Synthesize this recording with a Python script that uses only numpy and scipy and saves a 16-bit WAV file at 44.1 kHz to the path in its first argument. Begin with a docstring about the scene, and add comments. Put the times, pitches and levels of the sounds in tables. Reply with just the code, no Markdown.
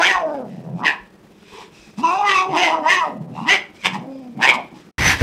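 """A cat yowls, growls, snarls and pants at its own tail in a small furnished room, over a faint room hush.
Vocal folds pulse into chest and mouth; pulsed noise, ringing at tongue and teeth, makes the hisses and pants.
Soft low thuds, decaying sine swells, fall among the cries.
The room drops by 45 dB to near silence; then the scene jumps to a loud rustling of wrapping close
to another microphone: grainy noise with a hollow and a squeak, over a low rumble of handling."""
import sys
import numpy as np
from scipy import signal
from scipy.fft import rfft, irfft, next_fast_len
from scipy.io import wavfile
from scipy.ndimage import uniform_filter1d

SR = 44100
rng = np.random.default_rng(int(sys.argv[2]) if len(sys.argv) > 2 else 0)


def generate_wav(sig):
    """Save sig (samples, or channels by samples) to the path in sys.argv[1] as 16-bit PCM at SR."""
    pcm = np.round(np.clip(np.atleast_2d(sig).T, -1, 1) * 32767).astype(np.int16)
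    wavfile.write(sys.argv[1], SR, pcm)


N = 230246
T = np.arange(N) / SR


def amp(db):
    """Turns dB into a factor of amplitude."""
    return 10 ** (np.asarray(db) / 20)


def evened(x):
    """Scales the whole sound to rms 1."""
    return x / np.sqrt(np.mean(x ** 2) + 1e-20)


def smoothed(x, s):
    """Two running means, each over s seconds."""
    size = int(s * SR)
    return uniform_filter1d(uniform_filter1d(x, size), size)


def steadied(x, s):
    """Divides by a running rms smoothed over s seconds, so that a level curve can set the loudness."""
    return x / np.sqrt(abs(smoothed(x ** 2, s)) + 1e-12)


def read(points, hz):
    """Reads a curve of (frequency, value) points, straight on a log frequency axis."""
    f, value = np.transpose(points)
    return np.interp(np.log(hz + 1), np.log(f + 1), value)


def colour(x, points):
    """Filters by a spectrum of (frequency [Hz], gain [dB])."""
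    n = next_fast_len(len(x), True)
    gain = amp(read(points, np.fft.rfftfreq(n, 1 / SR)))
    return irfft(rfft(x, n) * gain, n)[:len(x)]


def resonate(x, hz, width, count=1):
    """A moving resonance of gain 1: shifts the curve hz down to zero, smooths, and shifts back."""
    turn = np.exp(2j * np.pi * np.cumsum(hz * np.ones(N)) / SR)
    r = np.exp(-np.pi * width / SR)
    low = x * turn.conj()
    for _ in range(count):
        low = signal.lfilter([1 - r], [1, -r], low)
    return 2 * (turn * low).real


def steep(x, hz, width):
    """A resonance passed twice: dark valleys on both sides."""
    return resonate(x, hz, width, count=2)


def wander(s):
    """Slow chance of rms 1 that changes within about s seconds."""
    return evened(smoothed(rng.standard_normal(N), s))


def columns(tables):
    """Joins tables with time in front to one curve a column over all samples."""
    s, *rest = np.concatenate(tables).T
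    return [np.interp(T, s, c) for c in rest]


def cries():
    """Each cry's mouth level, pitch, chest hum, mouth resonance and roughness over all samples."""
    # cries of the cat: (roughness at full voice [0-1], chest hum [dB], push of the chest at the onset [dB],
    #   points of (time [s], open-mouth level [dB], pitch [Hz], mouth resonance [Hz]))
    cry_table = [ (.15, -54, 32, [(0.0, -14, 333, 720), (0.03, -24, 360, 900), (0.096, -30, 383, 870),
                 (0.156, -18, 366, 1020), (0.2, -22, 345, 720), (0.236, -25, 322, 634)]),
                 (.12, -35, 2, [(0.272, -23, 307, 649), (0.356, -30, 285, 529), (0.418, -31.5, 243, 510)]),
                 (.45, -30, -6, [(0.494, -47, 188.5, 512), (0.62, -47, 165, 500), (0.68, -41, 160, 520),
                 (0.74, -45, 165, 472), (0.798, -37, 189, 871)]), (.55, -62, 30, [(0.815, -30, 260, 950),
                 (0.85, -25, 315, 950), (0.902, -33, 290, 970), (0.938, -31, 320, 1004),
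                 (1.05, -83, 315, 915)]), (.95, -50, 0, [(1.45, -82, 391, 966), (1.542, -46, 422, 978),
                 (1.616, -42, 423, 940), (1.648, -58, 393, 1020), (1.72, -78, 390, 966),
                 (1.95, -80, 200, 700)]), (.06, -36, 16, [(1.968, -70, 185, 598), (1.985, -36, 191, 917),
                 (2.024, -38, 298, 963), (2.036, -19, 326, 984), (2.094, -17.5, 343, 1010),
                 (2.186, -22, 410, 760), (2.262, -17, 400, 1100), (2.32, -25, 389, 1150),
                 (2.39, -15, 375, 1160), (2.43, -25, 378, 1000)]), (.27, -31, 8, [(2.506, -31, 381, 702),
                 (2.546, -18.5, 311, 930), (2.598, -22, 360, 804), (2.672, -20.5, 327, 767),
                 (2.75, -20, 316, 910), (2.788, -19, 315, 708)]), (.04, -54, 26, [(2.815, -34, 302, 740),
                 (2.87, -12.5, 317.5, 944), (2.928, -28, 376, 1033), (2.992, -22, 360, 1040),
                 (3.03, -19, 325, 1030)]), (.58, -32, 0, [(3.09, -31, 290, 700), (3.136, -37, 255, 520),
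                 (3.2, -48, 157, 599), (3.33, -46.5, 141, 550), (3.364, -37, 144, 839),
                 (3.39, -30, 165, 950), (3.43, -37, 200, 964)]), (.12, -62, 34, [(3.47, -30, 280, 1000),
                 (3.49, -23, 340, 1030), (3.51, -26, 395, 800), (3.54, -27, 400, 781),
                 (3.575, -42, 390, 800), (3.7, -71, 361, 960)]), (.2, -40, 16, [(3.83, -78, 187, 958),
                 (3.854, -21, 191, 975), (3.92, -51, 184, 948)]), (.6, -37, 11, [(3.95, -23, 184, 986),
                 (3.996, -47, 225, 711)]), (.02, -35, 0, [(4.076, -37, 271, 523), (4.19, -44, 267.5, 563),
                 (4.334, -54, 227.5, 521)]), (.45, -40, 14, [(4.375, -48, 210, 600), (4.395, -35, 204, 791),
                 (4.415, -23, 225, 900), (4.454, -20, 266.5, 983), (4.5, -30, 263, 927),
                 (4.536, -18, 252, 1014), (4.56, -32, 255, 955), (4.59, -26, 271, 670),
                 (4.658, -66, 278, 814), (4.7, -70, 251, 892)]), (.9, -44, 0, [(4.735, -47, 250, 800),
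                 (4.77, -50, 250, 1000), (4.82, -80, 250, 900)])]
    rough_per_db = .012  # the weaker the voice within a cry, the rougher
    push_s = .07  # time constant of the onset push
    chest_over_mouth_db = 15  # caps the hum above the mouth's level
    tables = []
    for rough, chest_db, push_db, rows in cry_table:
        s, db, pitch_hz, mouth_hz = np.transpose(rows)
        pushed_db = chest_db + push_db * np.exp(-(s - s[0]) / push_s)
        hum_db = np.minimum(pushed_db, db + chest_over_mouth_db)
        roughness = rough + rough_per_db * (db.max() - db)
        tables.append(np.c_[s, db, pitch_hz, hum_db, mouth_hz, roughness])
    return columns(tables)


def bursts():
    """Each burst of air rises, holds and falls; the tongue glides during the hold; the loudest burst leads."""
    # hisses and pants: (time of full level [s], hold [s], level [dB], rise [dB/s], fall [dB/s],
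    #   tongue resonance from [Hz], to [Hz], its ring [dB], treble above the rest at full level [dB])
    burst_table = [(0.024, .02, -14, 550, 200, 1520, 1700, 1, -14),
                   (0.055, .02, -13.5, 300, 400, 2300, 2300, 2, -16),
                   (0.09, .02, -16, 200, 240, 1880, 1860, 3, -16),
                   (0.3, .06, -46, 100, 200, 1600, 1540, 8, -14),
                   (0.514, .01, -57, 200, 60, 2000, 1900, 0, -4),
                   (0.79, .03, -55, 300, 100, 2500, 2500, 0, -2),
                   (0.858, .024, -14, 1000, 380, 1980, 1800, 4, -21),
                   (1.48, .04, -55, 700, 260, 2500, 2450, -3, 0),
                   (1.56, .07, -49, 100, 260, 2500, 2340, -8, 0),
                   (1.75, .1, -57, 300, 100, 2594, 2500, 10, 4),
                   (1.985, .03, -48, 900, 200, 2600, 2650, 0, 4),
                   (2.05, .03, -30, 500, 60, 2720, 2600, 9, -9.5),
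                   (2.28, .04, -17, 450, 250, 2000, 1980, -3, -17),
                   (2.35, .04, -20, 200, 300, 2600, 2500, 3, -13),
                   (2.572, .03, -20.5, 500, 200, 2030, 2050, -8, -11),
                   (2.636, .01, -16, 200, 200, 2130, 2050, -4, -14),
                   (2.9, .03, -13, 480, 200, 1950, 1930, 4, -16),
                   (3.36, .08, -47, 500, 200, 2720, 2800, 0, -7),
                   (3.492, .046, -12.5, 900, 380, 1950, 2150, 0, -16),
                   (3.76, .01, -56, 300, 200, 2200, 2250, 0, 2),
                   (3.815, .01, -47, 300, 300, 2400, 2460, 8, -4),
                   (3.858, .004, -13, 1000, 750, 2240, 2250, -2, -12),
                   (3.944, .004, -34, 500, 450, 1880, 1900, -1, -7),
                   (4.132, .05, -62.5, 90, 40, 2500, 2400, 0, 0),
                   (4.43, .025, -13, 1050, 400, 1730, 1880, 1, -15),
                   (4.492, .006, -8, 420, 620, 2290, 2290, 6, -19),
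                   (4.53, .02, -31, 200, 500, 2290, 2290, -8, -3),
                   (4.6, .04, -55, 200, 100, 2250, 2200, -2, -5),
                   (4.76, .04, -58, 200, 130, 1300, 1250, 0, 2)]
    linger_db, linger_db_per_s = -21, 135  # a weaker, slower trail after the fast-falling bursts
    seep_db = -76  # least air between the bursts
    treble_per_db = -.1  # the treble fades more slowly than the rest
    t = T[::64]  # coarse control times
    s, hold, db, rise, fall, from_hz, to_hz, ring_db, treble_db = np.transpose(burst_table)[:, :, None]
    after = np.maximum(t - s - hold, 0)
    fall_db = np.maximum(-fall * after, linger_db - linger_db_per_s * after)
    shape_db = db + fall_db - rise * np.maximum(s - t, 0)
    tongue_hz = from_hz + (to_hz - from_hz) * np.clip((t - s) / (hold + 1e-3), 0, 1)
    lead = np.argmax(shape_db, axis=0), np.arange(len(t))
    level_db = np.maximum(shape_db, seep_db)
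    faded_treble_db = treble_db + treble_per_db * (level_db - db)
    each = level_db, tongue_hz, faded_treble_db, ring_db + 0 * t
    return [np.interp(T, t, uniform_filter1d(c[lead], size=4)) for c in each]


def cat():
    """Vocal folds pulse into chest and mouth; air hisses past tongue and teeth, pulsed at the same pitch."""
    # spectrum of air at the teeth: (frequency [Hz], relative level per Hz [dB])
    teeth = [(180, -60), (300, -12), (684, -9), (778, -25.5), (974, -12), (1440, -7.5), (2330, -5.5),
             (2560, -5), (5000, -22), (6500, -69), (11000, -120)]
    # spectrum of the sharp treble hiss: (frequency [Hz], relative level per Hz [dB])
    sibilance = [(2470, -4.5), (4200, -4), (4570, -8.5), (5710, -3.5), (6180, -27), (6680, -8.5),
                 (8080, -10.5), (11100, -25), (13200, -23), (16000, -49.5)]
    # cavities of the head: (frequency [Hz], width [Hz], level against the sharp hiss [dB])
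    palate = [(5000, 500, -6), (5600, 400, -10), (6150, 350, -6)]
    chest_quits_db, chest_drop = -20, 2  # above this level of air the hum drops so many dB for each dB
    mouth_db, pitch_hz, chest_db, mouth_hz, rough = cries()
    air_db, tongue_hz, treble_db, ring_db = bursts()
    chest_db = chest_db - chest_drop * np.maximum(air_db - chest_quits_db, 0)
    rough = np.clip(rough, .1, 1)

    # rougher folds waver more in pitch
    jitter = (.012 + .07 * rough) * wander(.006)
    turns = np.cumsum(pitch_hz * (1 + jitter)) / SR
    # each harmonic swells and fades at its own times
    shimmer = amp(3.2 * wander(.014))
    folds = evened(sum(np.roll(shimmer, 5000 * k) * np.cos(2 * np.pi * k * turns) for k in range(1, 20)))
    folds = folds * (1 + 1.78 * rough * np.cos(np.pi * turns))  # strained folds alternate strong and weak pulses
    puffs = evened((1.2 + np.exp(-(turns % 1) / 0.34)) * rng.standard_normal(N))

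    flutter = amp(2.2 * wander(.008))  # the folds close unevenly
    drive = (1 - rough) * folds + 1.4 * rough * puffs
    opening = resonate(steep(drive, mouth_hz, 480), mouth_hz, 600)
    mouth = steadied(opening * flutter, 0.053)
    hum = np.sqrt(2) * np.cos(2 * np.pi * turns)
    growl = evened(steep(puffs, pitch_hz, 130))
    chest = (1 - rough) * hum + 1.3 * rough * growl
    chest_level = amp(chest_db + (1.0 + 2.1 * rough) * wander(0.0085))
    voice = amp(mouth_db) * mouth + chest_level * chest

    jet = puffs + 2.4 * (1 - rough) ** 1.5 * folds
    jet = jet * amp(3.8 * wander(0.0066))
    head = [amp(db) * evened(steep(jet, hz, width)) for hz, width, db in palate]
    body = evened(colour(jet, teeth)) + amp(ring_db) * evened(steep(jet, tongue_hz, 320))
    body = body + amp(-8) * evened(steep(jet, 1.378 * tongue_hz, 1000))  # the next mode moves with the tongue
    treble = steadied(evened(colour(puffs, sibilance)) + sum(head), 0.01)
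    air = steadied(body, 0.01) + amp(treble_db) * treble
    return voice + amp(air_db) * air


def hush():
    """The room's constant air: coloured noise, lumpy in the bass, its level wavering a little."""
    # spectrum of the room's air: (frequency [Hz], relative level per Hz [dB])
    air_spectrum = [(15, -61.5), (25, -21.5), (117, -13), (170, -6), (212, -2), (256, -21.5), (301, -8),
                    (503, -15), (695, -21), (1840, -28), (14000, -47), (16000, -50)]
    level_db = -50 + 2.7 * wander(0.01)
    return amp(level_db) * evened(colour(rng.standard_normal(N), air_spectrum))


def room(x):
    """Echoes as sparse taps of random sign, one in every 20 samples, each band dying at its own speed."""
    # decay of the room: (frequency [Hz], time to fall by 60 dB [s])
    decay = [(200, 0.43), (1000, 0.33), (3000, 0.24), (10000, 0.083)]
    taps = np.zeros(SR // 2)
    at = np.arange(300, SR // 2 - 20, 20)
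    taps[at + rng.integers(0, 20, len(at))] = rng.choice([-1., 1.], len(at))
    hz, t, z = signal.stft(taps, SR, nperseg=256)
    dying = z * amp(-60 * t / read(decay, hz)[:, None])
    echo = signal.istft(dying, SR, nperseg=256)[1]
    return signal.fftconvolve(x, echo / np.linalg.norm(echo))[:N]


def thuds():
    """Each soft low thud is a sine that swells for 15 ms and then dies away."""
    # soft low thuds: (time [s], level, 6 dB above the envelope's peak [dB], pitch [Hz])
    thud_table = [(.149, -36, 48), (0.998, -40.5, 45), (1.79, -45, 48), (2.36, -36, 45.23),
                  (2.489, -24, 148.9), (3.339, -50, 45), (4.452, -58, 40.12), (4.529, -46, 44.4)]
    out, t = np.zeros(N + 8000), np.arange(8000) / SR
    swell = t / 0.03 * np.exp(1 - t / 0.015)
    for s, db, hz in thud_table:
        out[round(s * SR):][:8000] += amp(db) * np.sin(2 * np.pi * hz * t) * swell
    return out[:N]


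def rustle():
    """Wrapping crumples in uneven grains over the rumble of a handled microphone."""
    # course of the rustle: (time [s], wrapping level [dB], rumble level [dB],
    #   hollow of the wrapping [Hz], squeak against the wrapping [dB])
    crumpling = [(4.98, -25.5, -30, 1950, -25), (4.998, -23.5, -24.5, 2080, -26),
                 (5.074, -15.5, -21, 2020, -5), (5.116, -14.5, -30, 1690, -30),
                 (5.152, -26.5, -26.5, 1790, -39), (5.19, -32.5, -40, 1780, -24),
                 (5.221, -23, -10, 1740, -36)]
    # spectrum of the wrapping: (frequency [Hz], relative level per Hz [dB])
    wrapping = [(180, -20), (300, -5), (392, -36.5), (574, -21), (634, -12), (774, -3.5), (1060, -1),
                (1300, -6), (1690, 1.5), (2140, 2), (3950, -9.5), (6100, -11.5), (6620, -18.5),
                (12900, -27), (16000, -38)]
    # spectrum of the handling: (frequency [Hz], relative level per Hz [dB])
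    handling = [(15, -46), (25, -20), (75, 0), (168, -5.5), (221, -13), (299, -12.5), (500, -15.5),
                (650, -19), (1100, -120)]
    wrap_db, rumble_db, hollow_hz, squeak_db = columns([crumpling])
    grains = rng.standard_normal(N) * amp(1.2 * wander(0.0021))
    hollow = amp(-9) * evened(steep(grains, hollow_hz, 450))
    wrap = evened(colour(grains, wrapping)) + hollow
    squeak = amp(squeak_db) * evened(steep(grains, 6060, 330))
    rumble = amp(rumble_db) * steadied(colour(rng.standard_normal(N), handling), 0.062)
    return amp(wrap_db) * (wrap + squeak) + rumble


def scene():
    """The cat in its room fades to near silence, then the rustle takes over at once."""
    # the near silence: (end of the fade [s], start of the rustle [s])
    silence = (4.915, 4.982)
    near = colour(cat(), [(80, -34), (135, 0.5)])  # the deep bass falls away below about 130 Hz
    first = near + amp(-13.5) * room(near) + thuds() + hush()
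    fade = np.clip((silence[0] - T) / .01, amp(-45), 1)
    return np.where(T < silence[1], first * fade, rustle())[None]


def record(dry):
    """Soft overload of the loudest peaks, then the band limit."""
    edge_hz = 15800
    overloaded = np.tanh(dry / 1.024) * 1.164
    lowpass = signal.firwin(511, edge_hz, window=("kaiser", 9), fs=SR)
    return signal.oaconvolve(overloaded, lowpass[None], "same")


dry = scene()
out = record(dry)
generate_wav(out)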